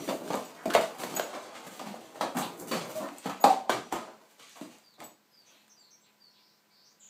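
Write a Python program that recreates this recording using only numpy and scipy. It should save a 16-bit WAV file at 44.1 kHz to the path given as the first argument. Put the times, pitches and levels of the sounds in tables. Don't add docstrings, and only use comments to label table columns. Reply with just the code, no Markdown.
import sys
import numpy as np
from scipy import signal
from scipy.fft import rfft, irfft, next_fast_len
from scipy.io import wavfile
from scipy.ndimage import uniform_filter1d, map_coordinates

SR = 44100
rng = np.random.default_rng(int(sys.argv[2]) if len(sys.argv) > 2 else 0)


def generate_wav(signal):
    frames = np.transpose(np.atleast_2d(signal))
    scaled = np.clip(frames, -1, 1) * 32767
    pcm = np.round(scaled).astype(np.int16)
    wavfile.write(sys.argv[1], SR, pcm)


def volts_from_db(level):
    exponent = np.asarray(level, float) / 20
    return 10 ** exponent


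N = 313064


def unit(x):
    return x / np.sqrt(np.mean(x ** 2) + 1e-20)


def peak(x):
    return x / np.abs(x).max()


def add(track, s, x):
    part = track[max(round(s * SR), 0):][:len(x)]
    part += x[:len(part)]


def along(points, hz):
    f, v = np.transpose(points)
    return np.interp(np.log(hz + 1), np.log(f + 1), v)


def wobble(rate):
    knots = rng.standard_normal(int(N * rate / SR) + 4)
    return map_coordinates(knots, [np.arange(N) * rate / SR])


def filtered(x, response):
    m = next_fast_len(len(x) + 8192)
    return irfft(rfft(x, m) * response(np.fft.rfftfreq(m, 1 / SR)), m)[:len(x)]


def modes(table):
    return lambda f: sum((-1) ** k * volts_from_db(db) * 1j * f * w / (c * c - f * f + 1j * f * w)
                         for k, (c, w, db) in enumerate(table))


def blows():
    # time in seconds, peak in dB, then thud, edge and crack
    # in dB against the peak
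    knocks = [
        (0.657, -21, 0.5, -8, -12.5),
        (0.75, -8, -13, -6.5, -25.5),
        (0.812, -30, -40.5, 6, 1),
        (3.441, -3, -17.5, -11.5, -18.5),
        (3.636, -42, -19.5, -16, -22),
    ]
    slaps = [(0.078, -31.5, 6.5, -1, -19), (0.089, -16.5, -20, -11.5, -33), (0.304, -18.5, -4, -10.5, -29),
             (1.168, -26, -4, -2.5, -32), (1.6666, -37, -2.5, 1, -3), (1.797, -31, -9, -3.5, -28),
             (2.158, -32.5, -34, -11, -22), (2.21, -13.5, -14.5, -10.5, -23), (2.369, -23.5, -13, -3.5, -4),
             (3.258, -23, -2.5, -6, -14.5), (3.296, -25.5, -13.5, -12, -15.5),
             (3.695, -17.5, -5.5, -3, -17.5), (3.9261, -19.5, -5.5, -16.5, -12.5)]
    crushes = [(0.096, -27, -18, -25, -13), (0.334, -24, -19, -32.5, -43), (0.748, -20.5, 0, -17, -25.5),
               (0.986, -45.5, -15, 7, 4), (1.333, -35.5, -9, -2.5, -20), (1.86, -34.5, 2, -5, -11),
               (1.545, -43.5, -6, 3, -21), (2.351, -31.5, 6, -29, -13), (2.387, -28.5, -18, -23, -7),
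               (2.714, -25, -2.5, 0, -10.5), (2.732, -24, -17, -15.5, -12), (3.005, -30, 4, -14, -27),
               (3.04, -34, -11, -15.5, -36), (4.559, -42, -12, -5, -5.5), (4.981, -49, -22, -20, -38),
               (5.002, -40.5, -21, -13, -14)]
    out = np.zeros(N)
    for row in knocks:
        add(out, row[0] - .001, blow(row, contact_s=0.017, rise_s=0.00044, width_hz=70))
    for row in slaps:
        add(out, row[0] - .001, blow(row, contact_s=0.049, rise_s=0.00065, width_hz=300))
    for row in crushes:
        add(out, row[0] - .005, blow(row, contact_s=.12, rise_s=.01, width_hz=250))
    return kitchen(out, wet_db=3)


def blow(row, contact_s, rise_s, width_hz):
    # time in seconds, pitch of the free panel in Hz, side panel in dB,
    # deep over small hollow in dB
    lie = [(.08, 594, -10.5, -5.5), (.3, 596, -8, 2), (.66, 660, -9.5, -5), (1.2, 666, -8.5, -10.5),
           (1.67, 660, -9, 14), (1.8, 790, -22, 0), (2.15, 625, -17, -1), (2.21, 790, -3, -0.5),
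           (2.39, 775, -4, 1.5), (2.73, 540, -11.5, 6.5), (3.04, 604, -5.5, -6), (3.26, 730, -7.5, 6),
           (3.3, 736, 4, -1), (3.44, 793, -8, -2), (3.695, 703, 0.5, -10), (3.93, 777, -2, -8),
           (4.62, 633, -8, -2), (5.0, 766, -9, 7)]
    # pitch in Hz, width in Hz, level in dB
    folds = [(1250, 330, 0), (2200, 1500, -5), (4060, 3200, -9.5)]
    # pitch in Hz, width in Hz, level in dB
    surface = [(7260, 1700, 9.5), (12700, 9000, 3.5)]
    s, db, thud_db, edge_db, crack_db = row
    when, *columns = np.transpose(lie)
    hz, side_db, deep_db = [np.interp(s, when, column) for column in columns]
    t = np.arange(SR // 6) / SR

    def grit(length_s):
        return (1 - np.exp(-t / rise_s)) * volts_from_db(-60 * t / length_s) * rng.standard_normal(len(t))

    push = np.exp(-(t / 0.00036 - 2) ** 2) * 0.00045 / rise_s + contact_s * 9 * grit(contact_s)
    panel = filtered(push, modes([(0.72 * hz, 1.4 * width_hz, -8), (hz, width_hz, 0),
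                                  (1170, 120 + width_hz, side_db)]))
    hollow = modes([(205 * volts_from_db(rng.normal(0, .5)), 60, deep_db / 2),
                    (305 * volts_from_db(rng.normal(0, .5)), 80, -deep_db / 2)])
    thud = filtered(push, lambda f: hollow(f) * 1j * f / (1j * f + 120))

    first_touch = 5 * .0004 / rise_s * (np.arange(len(t)) == 20)
    moved_folds = [(fold_hz * volts_from_db(rng.normal(0, .6)), *rest) for fold_hz, *rest in folds]
    edge = filtered(first_touch + grit(1.2 * contact_s + 0.0064), modes(moved_folds))
    crack = filtered((1 - np.exp(-t / 0.00024)) * grit(1.3 * contact_s + 0.0067), modes(surface))
    parts = peak(panel) + volts_from_db(thud_db) * peak(thud) + volts_from_db(edge_db) * peak(edge) + volts_from_db(crack_db) * peak(crack)
    return volts_from_db(db - 3) * parts


def taps():
    # time in seconds, peak in dB, then thud, edge and crack in dB against the peak
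    held = [(0.219, -28, 1, -21, -26.5), (0.342, -17.5, -7, -8, -24), (.7515, -12.5, -13.5, -3.5, -19),
            (1.036, -22.5, -9, -1.5, -11), (1.14, -29, 2, -17, -11), (1.197, -13.5, -24, -2.5, -24),
            (1.814, -27, -5, -24, -19), (1.872, -37, -1.5, -21, -9), (1.942, -26.5, -16, -36, -35),
            (3.695, -10.5, -12.5, -33, -30), (3.925, -20.5, -3.5, -2.5, -8), (4.613, -35, 7.5, -3, -7)]
    # time in seconds, peak in dB, edge in dB
    ticks = [(0.0912, -39, 12), (0.0963, -33, 9), (.221, -44, -2), (.265, -42, -10), (.278, -46, 10),
             (.3035, -40, 0), (0.3246, -31, -2), (.333, -33, 7), (0.355, -26.5, -22), (0.635, -42, -3),
             (0.7026, -35, 11), (.706, -29.5, 8), (0.7105, -38.5, 14), (0.737, -20.5, -1),
             (.7405, -26.5, 11), (0.7453, -22, 4), (0.7515, -19, 3), (0.8103, -32, 1), (.986, -41, -6),
             (1.142, -41, 4), (1.171, -27, -4), (1.2, -32, 4), (1.5444, -53, 11), (1.666, -44, -5),
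             (1.679, -37, -3), (1.765, -44, -8), (1.7947, -38, 9), (2.157, -55, 4), (2.348, -45, -2),
             (2.3874, -20.5, -16), (2.579, -42, -12), (2.599, -28.5, -17), (2.619, -44, -15),
             (2.674, -32, -14), (2.684, -33, -14), (2.7177, -26, -8), (3.0883, -42, 9), (3.184, -27, -27),
             (3.298, -39.5, 14.5), (3.444, -20, 4), (3.702, -22, -4), (4.3958, -53, -8), (4.4947, -39, -20),
             (4.785, -46, -5), (4.8612, -56.5, -12), (4.8947, -62, -12), (4.9082, -61, -8), (4.94, -55, -1),
             (5.0037, -42.5, 7), (5.514, -56, -20), (5.681, -49, -1.5)]
    out = np.zeros(N)
    for row in held:
        add(out, row[0] - .001, blow(row, contact_s=.008, rise_s=.0004, width_hz=110))
    for s, db, edge_db in ticks:
        row = (s, db - 20, -10, edge_db + 20, 20)
        add(out, s - .0007, blow(row, contact_s=.002, rise_s=.0004, width_hz=300))
    return kitchen(out, wet_db=-2)


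def rubbing():
    # low end in Hz, high end in Hz
    bands = [(110, 370), (420, 1500), (1500, 8300), (6000, 17000)]
    # frequency in Hz, level in dB per Hz
    card = [(35, -69.5), (60, -20), (207, -15), (398, -13.5), (651, -11), (803, -12), (1700, -21.5),
            (2090, -17.5), (5090, -21.5), (6580, -22), (9570, -20), (14600, -19.5), (16000, -60)]
    # start in seconds, length in seconds, pitch in Hz, level in dB, spread in Hz
    scrapes = [(.748, .012, 2130, -34, 200), (2.415, .035, 3450, -44, 600), (2.945, .06, 620, -39, 25),
               (3.035, .02, 1830, -50, 80), (3.04, .02, 1250, -47, 80), (3.71, .07, 1220, -41, 90),
               (3.935, .06, 1270, -45, 80), (3.3, .039, 2660, -53, 400), (3.465, .07, 775, -30, 50),
               (3.55, .075, 775, -43, 50), (3.635, .055, 790, -45, 50), (4.378, .06, 1200, -65, 120),
               (4.495, .04, 5870, -65, 400), (5.45, .19, 3310, -67, 893)]
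    skids = [
        (.56, .079, 1485, -57, 298),
        (.705, .044, 1450, -43, 200),
        (2.875, .07, 500, -46, 40),
    ]
    slips = (rng.random(N) < .02) * rng.uniform(-0.94, 1, N) ** 3
    clumps = volts_from_db(1.5 * wobble(40) + 2.5 * wobble(130))
    singing = glides(bent(scrapes, 1) + bent(skids, 1.24), trill=0, shake_rate=700)
    out = singing * volts_from_db(1.1 * wobble(66))
    for (lo, hi), gain in zip(bands, movements()):
        drive = (.7 * unit(slips) + rng.standard_normal(N)) * clumps * volts_from_db(1.5 * wobble(25))

        def band(f):
            slopes = np.sqrt((1 + (lo / (f + 1)) ** 8) * (1 + (f / hi) ** 8))
            return volts_from_db(along(card, np.minimum(f, 14500))) / slopes

        out += volts_from_db(-5.5) * gain * unit(filtered(drive, band))
    return kitchen(out, wet_db=4.5)


def movements():
    # time in seconds, length in seconds, body in dB, then drumming
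    # and rasp in dB against the body
    jolts = [
        (0.0, 0.033, -44, 10.5, -7),
        (2.223, 0.059, -31.5, -4.5, -12.5),
        (2.363, 0.13, -33, -4.5, -13),
        (3.259, 0.031, -37, -24, -10),
        (3.694, 0.13, -50.5, 12, 9.5),
        (3.924, 0.15, -39.5, -7, -6.5),
        (4.387, 0.13, -60.5, -4, 7),
        (5.0, 0.068, -60, 12.5, 9),
    ]
    # time in seconds, length in seconds, body in dB, drumming in dB
    presses = [(.11, 0.31, -61.5, 17.5), (.244, 0.28, -49, 3), (.476, 0.29, -69.5, -7.5),
               (.73, 0.28, -41, -10), (.896, 0.11, -50, -20), (1.01, 0.055, -41, -4),
               (1.12, 0.17, -44.5, -1), (1.26, 0.31, -48.5, -23), (1.47, 0.72, -53, -12.5),
               (1.753, .15, -68, -1), (1.865, 1, -54.5, 0), (2.16, 0.068, -64, 11), (2.674, 0.41, -50, 2.5),
               (2.78, 0.24, -47.5, -11.5), (2.62, 0.067, -45, 4), (2.885, 0.05, -46.5, -8.5),
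               (2.958, 0.035, -46.5, 2), (1.36, 0.13, -44, -8), (3.058, 0.098, -44, -7.5),
               (3.422, 0.058, -46.5, -13.5), (3.52, 0.56, -52.5, -5), (3.754, 0.05, -39.5, -17),
               (4.08, 0.044, -48, -29), (4.21, 0.084, -65.5, -14), (4.644, 0.072, -54, -0.5),
               (4.748, 0.14, -66.5, -8), (5.518, 0.26, -70, -4)]
    # time in seconds, length in seconds, rasp in dB, fizz in dB
    drags = [(.06, 0.43, -54, 4), (.294, 0.12, -50, -14), (.408, 0.064, -50, -5), (.55, 0.2, -60, -12.5),
             (.66, 0.11, -55.5, -11.5), (.73, 0.13, -64.5, 16.5), (.842, 0.1, -47, -4),
             (1.01, 0.052, -45, 0), (1.12, 0.2, -44.5, -5.5), (1.47, 0.9, -54.5, -36),
             (1.753, 0.18, -53.5, -2), (1.97, 1, -58.5, -5.5), (2.52, .15, -69, 2), (2.6, 0.034, -63, 21.5),
             (2.69, 0.045, -50.5, 8), (2.4, 0.082, -53, 13), (1.57, 0.06, -56, -22), (1.89, 0.036, -56, -8),
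             (1.42, 0.066, -55, -17), (4.42, .06, -58.5, -12), (2.89, .1, -58.5, 7),
             (1.35, 0.11, -50.5, -17), (.36, .04, -54, 4.5), (2.764, 0.069, -41.5, -21),
             (2.958, 0.12, -47, 2), (3.23, 0.3, -54, -12.5), (3.275, 0.023, -53.5, 4.5),
             (3.498, 0.097, -46.5, -13), (4.3, 0.27, -68.5, 0), (4.5, 0.2, -57, -13),
             (4.644, 0.19, -57, -6), (5.518, 0.34, -67, -19)]

    def jolt(pick):
        return [(s, .012, length, db + pick(drum, rasp)) for s, length, db, drum, rasp in jolts]

    def swell(rows, tilted):
        return [(s, 0.78 * length, length, db + tilted * tilt) for s, length, db, tilt in rows]

    drumming = strokes(jolt(lambda drum, rasp: drum) + swell(presses, True))
    body = strokes(jolt(lambda drum, rasp: 0) + swell(presses, False))
    rasping = strokes(jolt(lambda drum, rasp: rasp) + swell(drags, False))
    fizz = strokes(jolt(lambda drum, rasp: rasp - 19.5) + swell(drags, True))
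    return [drumming, body, rasping, fizz]


def strokes(moves):
    s, rise, fall, db = np.transpose(moves)[..., None]
    fade_db = 15.5
    ms = np.arange(0, N / SR, 1 / 1000)
    lost = np.maximum((s - ms) / np.abs(rise), (ms - s) / np.abs(fall))
    gain = np.sqrt(np.sum(volts_from_db(db - fade_db * lost) ** 2, axis=0))
    return np.interp(np.arange(N) / SR, ms, gain)


def glides(table, trill, shake_rate):
    out, shake = np.zeros(N), wobble(shake_rate)
    for s, length, first_hz, last_hz, db, depth_hz in table:
        u = np.arange(int(length * SR)) / (length * SR)
        buzz = trill * np.sin(2 * np.pi * 330 * length * u) + np.roll(shake, -round(s * SR))[:len(u)]
        hz = first_hz + (last_hz - first_hz) * u ** .8 + depth_hz * buzz
        swell = np.sin(np.pi * u ** 0.73) ** .7
        add(out, s, volts_from_db(db) * swell * np.sin(2 * np.pi * np.cumsum(hz) / SR))
    return out


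def bent(rows, ratio):
    return [(s, length, hz, hz * ratio, db, depth) for s, length, hz, db, depth in rows]


def collar():
    # pitch in Hz, time to fall 60 dB in seconds
    tags = [
        [(6782, .12)],
        [(7840, .17), (14220, .13)],
        [(12020, .06)],
        [(14420, .17)],
    ]
    # time in seconds, then the level of each tag in dB
    clinks = [
        (0.45, -52.5, -52, -72, -52),
        (1.150, -53, -49, -34, -44.5),
        (1.163, -28.5, -38, -32, -32),
        (1.18, -37, -48, -50, -40),
        (1.236, -48, -58, -70, -58),
        (3.402, -50, -62.5, -48.5, -55),
        (3.411, -43.5, -59, -57.5, -36),
        (5.04, -54, -44.5, -49, -47),
        (5.063, -54, -62, -71, -65),
    ]
    # time in seconds, level in dB
    buckle = [
        (0.0, -48.5),
        (3.844, -57),
        (3.895, -59),
    ]
    out, t = np.zeros(N), np.arange(SR // 3) / SR

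    def ring(hz, t60):
        return volts_from_db(-60 * t / t60) * np.sin(2 * np.pi * hz * t) * (1 - np.exp(-t / 0.00054))

    for s, *levels in clinks:
        tick = .15 * volts_from_db(max(levels) - 60 * t / .004) * np.diff(rng.standard_normal(len(t) + 1))
        ringing = sum(volts_from_db(db) * ring(hz, t60) for db, tag in zip(levels, tags) for hz, t60 in tag)
        add(out, s, tick + ringing)
    for s, db in buckle:
        add(out, s, volts_from_db(db) * ring(5866, .4))
    return kitchen(out, wet_db=-6.0)


def thumps():
    # start in seconds, level in dB, length in seconds
    weights = [(.068, -67, .08), (.324, -59, 0.099), (.657, -58, .08), (.74, -56.5, .12),
               (2.38, -72, 0.074), (2.6, -67, .08), (2.72, -70, .08), (3.435, -59, .08), (3.69, -65, 0.075),
               (3.92, -54, 0.081), (5.0, -85, .08)]
    # pitch in Hz, width in Hz, level in dB
    floor = [(32.02, 40, -3.5), (95, 80, 3.5)]
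    out = np.zeros(N)
    for s, db, length in weights:
        u = np.arange(int(length * SR)) / (length * SR)
        rumble = unit(filtered(rng.standard_normal(len(u)), modes(floor)))
        add(out, s, volts_from_db(db) * np.sin(np.pi * np.sqrt(u)) ** 2 * rumble)
    return out


def nose():
    # time in seconds, pitch in Hz, level in dB
    sniff = [
        (5.489, 12240, -80),
        (5.51, 13270, -76),
        (5.55, 13600, -76),
        (5.6, 12900, -73),
        (5.645, 11330, -75.5),
        (5.66, 10900, -95),
    ]
    s, hz, db = np.transpose(sniff)
    t = np.arange(N) / SR
    pitch = uniform_filter1d(np.interp(t, s, hz), size=600) + 60 * wobble(200)
    phase = 2 * np.pi * np.cumsum(pitch) / SR
    nostrils = np.sin(phase) + volts_from_db(-9 + 5 * wobble(25)) * np.sin(.83 * phase)
    return volts_from_db(np.interp(t, s, db, left=-140, right=-140) + 3 * wobble(40)) * nostrils


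def sparrows():
    # start in seconds, length in seconds, pitch in Hz, level in dB, trill depth in Hz
    chirps = [(2.69, 0.023, 4520, -57, 20), (2.712, 0.022, 4480, -37.5, 30), (5.375, .03, 11600, -80, 30),
              (6.7, .04, 2298, -75, 39), (6.72, .2, 3730, -77, 60), (5.31, 0.026, 11600, -78.5, 30),
              (4.93, 0.048, 3950, -65, 150), (5.458, 0.065, 6110, -61, 180),
              (5.693, 0.053, 5730, -60.5, 104), (5.693, 0.046, 6260, -63, 87), (5.79, .04, 7410, -63.5, 90),
              (5.82, .11, 4290, -67.5, 199), (5.905, 0.065, 5630, -62, 85), (5.905, 0.058, 6200, -58.5, 64),
              (5.93, 0.045, 2310, -73, 47), (6.01, 0.058, 7620, -66, 60), (6.03, 0.065, 3980, -68, 200),
              (6.301, .04, 5350, -67, 104), (6.329, 0.1, 3980, -65.5, 300), (6.38, 0.21, 4900, -66.5, 300),
              (6.385, .05, 2300, -75.5, 40.1), (6.70, 0.22, 4600, -64.5, 190), (6.82, 0.12, 4780, -68, 146),
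              (6.883, 0.062, 6420, -70.5, 250.5)]
    drops = [
        (6.845, .05, 5900, -61.5, 200.1),
        (6.995, 0.12, 7200, -55, 199.8),
    ]
    # start in seconds, length in seconds, first pitch in Hz, level in dB
    buzzes = [
        (6.053, 0.064, 2790, -69),
        (6.336, 0.093, 3290, -72.5),
        (6.999, .13, 3470, -67),
    ]
    clear = [
        (4.829, 0.12, 4970, -63.5),
        (5.308, 0.16, 5200, -63),
        (5.763, .13, 4915, -61.5),
        (6.2, 0.11, 4840, -59),
    ]
    sag_per_s, clear_hz, buzz_hz = 1.1, 35, 285
    notes = bent(chirps, 1) + bent(drops, .93) + bent([(*row, buzz_hz) for row in buzzes], 0.85)
    notes += [(s, length, hz, hz * (1 - sag_per_s * length), db, clear_hz) for s, length, hz, db in clear]
    return kitchen(glides(notes, trill=1.8, shake_rate=500), wet_db=0)


def room_tone():
    # frequency in Hz, level in dB per Hz
    air_colour = [(30, -39), (60, -28.5), (100, -12.5), (160, -2), (210, -4.5), (300, -3.5), (1000, -7),
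                  (2000, -9.5), (3200, -13), (4500, -11), (6300, -15.5), (8000, -15.5), (10000, -25.5),
                  (13500, -15.5)]
    # pitch in Hz, level in dB rms
    motor = [(209.9, -80.5), (845.2, -86.5), (1001, -83.5), (1550, -87), (2299, -97.5)]
    t = np.arange(N) / SR
    air = unit(filtered(rng.standard_normal(N), lambda f: volts_from_db(along(air_colour, f))))
    hum = sum(volts_from_db(db + 4 + 1.8 * wobble(9.4)) * np.sin(2 * np.pi * hz * t + .8 * wobble(6.7))
              for hz, db in motor)
    return volts_from_db(-68 + 0.28 * wobble(1.7)) * air + hum


def tail():
    # frequency in Hz, time to fall 60 dB in seconds
    decay = [(100, 0.43), (300, 0.39), (800, 0.32), (2000, 0.31), (5000, 0.33), (12000, 0.24)]
    hz, t, z = signal.stft(rng.standard_normal(SR * 3 // 4), SR, nperseg=256)
    h = signal.istft(z * volts_from_db(-60 * t / along(decay, hz)[:, None]), SR, nperseg=256)[1]
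    h = h * (1 - np.exp(-np.arange(len(h)) / SR / 0.00072))
    return h / np.linalg.norm(h)


def kitchen(x, wet_db):
    out, step = x.copy(), SR // 4
    for i in range(0, N, step):
        if x[i:i + step].any():
            add(out, i / SR, volts_from_db(wet_db) * signal.fftconvolve(x[i:i + step], tail()))
    return out


def scene():
    # frequency in Hz, level in dB
    housing = [(3800, 0.5), (4750, 1.5), (5150, -3.5), (6000, 0.5), (8400, -0.5), (9300, -4.5),
               (15000, -1.5)]
    near = blows() + rubbing() + collar() + nose() + taps()

    def port(f):
        return (1j * f / (1j * f + 110)) ** 3 * volts_from_db(along(housing, f))

    return (filtered(near, port) + thumps() + sparrows() + room_tone())[None]


def band_limit(x):
    return signal.sosfilt(signal.butter(12, 16300, fs=SR, output="sos"), x)


def record(dry):
    top_hz = 15420
    mix = filtered(dry[0], lambda f: 1 / np.sqrt(1 + (f / top_hz) ** 240))[None]
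    return band_limit(mix)


dry = scene()
out = record(dry)
generate_wav(out)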